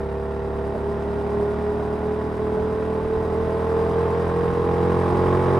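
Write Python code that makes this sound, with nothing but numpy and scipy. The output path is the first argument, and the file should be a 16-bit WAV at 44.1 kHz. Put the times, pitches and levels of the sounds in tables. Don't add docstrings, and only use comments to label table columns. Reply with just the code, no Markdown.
import sys
import numpy as np
from scipy import signal
from scipy.fft import rfft, irfft, next_fast_len
from scipy.io import wavfile
from scipy.ndimage import map_coordinates

SR = 44100
rng = np.random.default_rng(int(sys.argv[2]) if len(sys.argv) > 2 else 0)


def attenuation_scalar(level_db):
    decades = np.asarray(level_db, float) / 20
    return 10 ** decades


def generate_wav(sig):
    pcm = np.round(np.clip(np.atleast_2d(sig).T, -1, 1) * 32767).astype(np.int16)
    wavfile.write(sys.argv[1], SR, pcm)


N = 246519

# time in seconds, engine cycles per second in Hz.
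SPEED = [(0.0, 36.0), (0.6, 36.29), (0.8, 36.57), (1.4, 37.35), (1.8, 38.11), (2.2, 38.73), (2.6, 39.27),
         (3.6, 40.88), (3.8, 41.25), (4.2, 42.23), (4.8, 43.25), (5.0, 43.82), (5.4, 45.13), (5.59, 45.47)]
# time in seconds, engine load in dB.
LOAD = [
    (0.0, -33),
    (0.7, -31.5),
    (1.4, -29.5),
    (2.2, -30),
    (3.2, -29),
    (3.9, -25),
    (4.6, -25.5),
    (5.0, -22.5),
    (5.3, -21.5),
    (5.59, -22.0),
]
# centre in Hz, width in Hz, lift in dB.
EXHAUST_COLOUR = [(138.8, 14.7, 8.5), (170.6, 12.7, 8.5), (212.7, 209, -20.5), (212.5, 10.5, -8), (228.4, 67, 13.5),
                  (251.2, 6.7, -11.5), (334.8, 14, -5.5), (422.4, 64.5, -6.5), (492.2, 16, -10.5), (626, 162, -11.5),
                  (644.4, 57, 11), (726, 8.2, 11.5), (876, 60, 6.5), (902, 232, -12.5)]
# centre in Hz, width in Hz, lift in dB.
OPEN_ROAD = [(72, 21, 4.5), (412, 16, -8), (488, 59, 12), (593, 40, -10), (717, 33, 4.5), (810, 69, 5)]
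# centre in Hz, width in Hz, lift in dB.
BARK = [(1100, 130, 2), (726, 56, -0.5), (200, 80, 1)]
# centre in Hz, width in Hz, level in dB.
PIPE = [(76, 92, -38.5), (197.5, 19.55, -31.0), (418.4, 42.8, -32), (674.3, 52, -50.5), (809.3, 64, -49.5),
        (1073, 190, -55), (1380, 12, -69)]
PIPE_DELAYS = (.0086, .0012, .004, .008, .0027, .0025, .0104)
# order of the engine cycle, level in dB.
PULSE = [(1.0, -9.5), (2.0, 9), (3.0, 4.5), (4.0, 29), (5.0, 4.5), (6.0, 14.5), (7.0, 15.5), (8.0, 12.5),
         (9.0, 10), (10.0, 8), (11.0, 13), (12.0, 14), (13.0, 2.5), (14.0, 2.5), (15.0, -1), (16.0, 4),
         (17.0, 11), (18.0, 9.5), (19.0, 8.5), (20.0, 24.5), (21.0, 7.5), (22.0, 7), (23.0, 10), (24.0, 4),
         (25.0, 11), (26.0, 2.5), (27.0, -2.5), (28.0, 25.5), (29.0, -4.2), (30.0, -5.5)]
# time in seconds, lift in dB, length in seconds.
RECESSES = [(.8, -1.5, 0.067), (1.45, 4, 0.051), (1.6, -5.5, 0.046), (1.71, 3, 0.07), (1.85, -1, 0.025),
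            (2.22, -4.5, 0.05), (2.53, 4, 0.047), (3.9, -5, 0.037), (4.1, -4.5, 0.027), (4.26, -7, 0.033),
            (4.45, 0.5, 0.063), (5.1, -6.5, 0.11), (5.22, 3, 0.045)]
# meshes per engine cycle, level in dB at the middle speed, slope in dB per Hz of speed,
# bend in dB per Hz squared.
WHINE = [
    (25.7, -47, 0.23, -0.125),
    (38, -57.5, -0.3, 0.14),
    (50.3, -75, 0, 0.86),
]
# time in seconds, level in dB, length in seconds.
JOINTS = [
    (0.759, -33, 0.018),
    (2.578, -37, .05),
    (3.49, -43, 0.018),
]
# start in seconds, length in seconds, level in dB.
GUSTS = [(0.259, 0.029, -50), (0.316, 0.03, -44), (0.733, 0.044, -45.5), (1.374, 0.028, -49),
         (1.526, 0.032, -45.5), (1.984, 0.027, -45), (2.224, 0.03, -50), (2.483, 0.19, -44.5),
         (2.745, 0.032, -42), (3.045, 0.031, -38), (3.15, 0.14, -37), (3.404, 0.17, -42),
         (3.577, 0.03, -44.5), (3.647, 0.048, -46), (3.807, 0.12, -39.5), (3.9, 0.066, -46),
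         (4.193, 0.14, -47.5), (4.35, 0.108, -43), (4.474, 0.148, -35), (4.656, 0.14, -43.5),
         (4.884, 0.136, -46.5), (5.086, 0.102, -34.5), (5.217, 0.19, -39.5), (5.393, 0.22, -41.5)]
# frequency in Hz, level in dB per Hz.
RASP = [(800, -12.5), (1100, -6.5), (1250, -10), (1400, -11.5), (1700, -16), (1880, -16.5), (2160, -21.5),
        (3000, -28), (3830, -31), (4260, -42), (4950, -41), (6500, -47), (9000, -98)]
CLATTER = [(2350, -27), (4000, -6), (4460, -7.5), (4990, -6), (6710, -15), (8050, -11.5), (9180, -17),
           (10100, -15), (11500, -20), (13000, -24.5), (14000, -23.5), (14900, -28), (15400, -40),
           (15700, -49)]
ROAR = [(30, -44.5), (60, -24.5), (150, 5), (300, 1), (420, 7), (520, 2), (640, 5), (760, -3), (900, -11.5),
        (1100, -36.5), (1500, -12), (2200, -59)]
BUFFET = [(8, -33), (25, -12), (45, -3), (70, -7.5), (150, -15.5), (300, -6.5), (600, -67.5)]
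# centre in Hz, width in Hz, lift in dB.
CASES = [(1910, 25, 3.5), (3890, 35, 5.5), (4870, 200, 4), (8230, 98, 5), (9100, 82, 9.5),
         (9740, 120, 11.5), (10530, 140, 6), (13700, 400, 1.5)]
# frequency in Hz, side minus mid in dB.
WIDTH = [(35, -15.5), (65, -25.5), (110, -9.5), (200, -12), (380, -18), (700, -7), (1290, -8), (2380, -7),
         (4400, -8), (8120, -15.5), (12000, -5), (15000, -16)]
# frequency in Hz, left minus right in dB.
LEAN = [(60, -1), (110, -2.5), (200, 0.5), (380, -1.0), (700, -3), (1290, -1.5), (2380, -0.5), (4400, -0.5),
        (8120, 0.5), (15000, -3.5)]

SECOND_FIRING = 3 / 8
HOWLING = 11
PORTAL_S, ENCLOSED_S, SETTLED_S = .4, .8, 1.4
WIDE_OPEN_S = (3.3, 5.05)
MIDDLE_HZ, MIDDLE_LOAD_DB = 40.5, -28
BLOCK = 64


def exhaust(cycles):
    rate, load_db = curves(SPEED)[0][::BLOCK], curves(LOAD)[0][::BLOCK]
    t = np.arange(0, N, BLOCK) / SR
    outdoors = 1 - ramp(PORTAL_S, SETTLED_S)[::BLOCK]
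    full = ramp(*WIDE_OPEN_S)[::BLOCK]
    recess_db = sum(db * np.exp(-((t - s) / length) ** 2) for s, db, length in RECESSES)
    uneven = attenuation_scalar(.5 * wobble(35))
    inside = np.interp(t, [PORTAL_S, ENCLOSED_S, *WIDE_OPEN_S], [.35, 1.2, 1.2, .6])
    mid, side = np.zeros(N), np.zeros(N)
    spin, crank = 1, np.exp(2j * np.pi * cycles)
    for order, pulse_db in PULSE:
        k = round(order)
        hz = k * rate
        pair = 1 + .9 * np.exp(-2j * np.pi * k * SECOND_FIRING)
        size = abs(pair * resonances(PIPE, hz, [0] * len(PIPE))) * attenuation_scalar(pulse_db + load_db + 32.5)
        place_db = bumps(EXHAUST_COLOUR, hz) + outdoors * bumps(OPEN_ROAD, hz) + full * bumps(BARK, hz)
        if k == HOWLING:
            place_db = place_db + recess_db
        turn = np.angle(pair * resonances(PIPE, hz, PIPE_DELAYS))
        stir = (.18 + .035 * k) * inside
        flicker = attenuation_scalar(stir * 2.4 * wobble(15, step=BLOCK))
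        phase = turn + .27 * stir * wobble(14, step=BLOCK)
        wave = size * attenuation_scalar(place_db) * flicker * np.exp(1j * phase)
        side_db = along(WIDTH, hz) - 3.5 + 2.1 * wobble(12, step=BLOCK)
        side_phase = np.pi / 2 + .26 * wobble(1.2, step=BLOCK)
        across = wave * attenuation_scalar(side_db) * np.exp(1j * side_phase)
        spin = spin * crank
        mid += fine(wave.real) * spin.real - fine(wave.imag) * spin.imag
        side += fine(across.real) * spin.real - fine(across.imag) * spin.imag
    return uneven * np.array([mid + side, mid - side])


def rasp(cycles):
    steady = .6 + .55 * ramp(PORTAL_S, ENCLOSED_S) - .6 * ramp(*WIDE_OPEN_S)
    gate = bursts(cycles, lag=.2, decay=.16, floor=steady, second=.6)
    gain = loudness(level_db=-37.5, growth=.81, open_db=.33)
    return gain * rush(RASP, 2, gate=gate / (steady + .23))


def clatter(cycles):
    strength_db = np.minimum(3 * rng.exponential(size=N), 12)
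    ticks = attenuation_scalar(strength_db * (rng.random(N) < .01))
    chain_db = 1.3 * np.sin(2 * np.pi * .255 * cycles + .8 * wobble(5))
    gate = bursts(cycles, lag=.3, decay=.078, floor=.98) * ticks * attenuation_scalar(chain_db)
    return loudness(level_db=-60, growth=.71, open_db=1.1) * rush(CLATTER, .5, gate=gate)


def gears(cycles):
    faster = curves(SPEED)[0] - MIDDLE_HZ
    whine = np.zeros(N)
    for teeth, db, slope, bend in WHINE:
        level_db = db + slope * faster + bend * faster ** 2 + 3.5 + 1.4 * wobble(34)
        whine += attenuation_scalar(level_db) * np.sin(2 * np.pi * teeth * cycles + .5 * wobble(25))
    return whine * np.array([[1.2], [.8]])


def roar():
    t = np.arange(N) / SR
    joints = sum(attenuation_scalar(db) * np.exp(-((t - s) / length) ** 2) for s, db, length in JOINTS)
    gain = loudness(level_db=-34, growth=.68, open_db=6.3) + joints
    return gain * attenuation_scalar(.21 * wobble(25)) * rush(ROAR, .83)


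def wind():
    t = np.arange(N) / SR
    gusts = sum(attenuation_scalar(db) * np.exp(-((t - s - length / 2) / (.49 * length)) ** 2) for s, length, db in GUSTS)
    lull = attenuation_scalar(-43)
    return (lull + gusts) * attenuation_scalar(1.5 * wobble(14)) * rush(BUFFET, 1.5)


def bursts(cycles, lag, decay, floor, second=1):
    gate = np.full(N, floor)
    for start, strength in ((0, 1), (SECOND_FIRING, second)):
        since = cycles - lag - start + 1
        blows = attenuation_scalar(1.4 * rng.standard_normal(400))[since.astype(int)]
        gate += strength * blows * np.exp(-(since % 1) / decay)
    return gate


def rush(spectrum, wide_db, gate=1):
    def colour(hz):
        ring = 1 + sum((attenuation_scalar(db) - 1) / (1 + (2 * (hz - c) / w) ** 2) for c, w, db in CASES)
        widths = np.array([np.ones_like(hz), attenuation_scalar(along(WIDTH, hz) + wide_db)])
        return attenuation_scalar(along(spectrum, hz)) * ring * widths

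    mid, side = filtered(gate * rng.standard_normal((2, N)), colour)
    return unit(np.array([mid + side, mid - side]))


def loudness(level_db, growth, open_db):
    load_db = growth * (curves(LOAD)[0] - MIDDLE_LOAD_DB)
    return attenuation_scalar(level_db + load_db - open_db * (1 - ramp(PORTAL_S, ENCLOSED_S)))


def resonances(modes, f, delays):
    total = 0
    for k, ((c, w, db), s) in enumerate(zip(modes, delays)):
        mode = 1j * f * w / (c * c - f * f + 1j * f * w)
        total = total + (-1) ** k * attenuation_scalar(db) * mode * np.exp(-2j * np.pi * f * s)
    return total


def bumps(bands, hz):
    return sum(db / (1 + (2 * (hz - c) / w) ** 2) for c, w, db in bands)


def ramp(start, end):
    return np.clip((np.arange(N) / SR - start) / (end - start), 0, 1)


def curves(rows):
    s, *cols = np.transpose(rows)
    return [np.interp(np.arange(N) / SR, s, c) for c in cols]


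def fine(slow):
    return np.interp(np.arange(N), np.arange(len(slow)) * BLOCK, slow)


def wobble(rate, step=1):
    return map_coordinates(rng.standard_normal(200), [np.arange(0, N, step) * rate / SR])


def along(points, hz):
    f, v = np.transpose(points)
    return np.interp(np.log(hz + 1), np.log(f + 1), v)


def filtered(x, response):
    m = next_fast_len(N + 8192)
    return irfft(rfft(x, m) * response(np.fft.rfftfreq(m, 1 / SR)), m)[..., :N]


def unit(x):
    return x / np.sqrt(np.mean(x ** 2) + 1e-20)


def scene():
    cycles = np.cumsum(curves(SPEED)[0] + .02) / SR + .05
    engine = exhaust(cycles) + rasp(cycles) + clatter(cycles) + gears(cycles)
    return engine + roar() + wind()


def low_pass(x):
    return signal.sosfilt(signal.butter(12, 15730, fs=SR, output="sos"), x)


def record(dry):
    def microphones(hz):
        lean = attenuation_scalar(along(LEAN, hz) * np.array([[.5], [-.5]]))
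        return lean * (hz < 15730)

    return low_pass(filtered(dry, microphones))


dry = scene()
out = record(dry)
generate_wav(out)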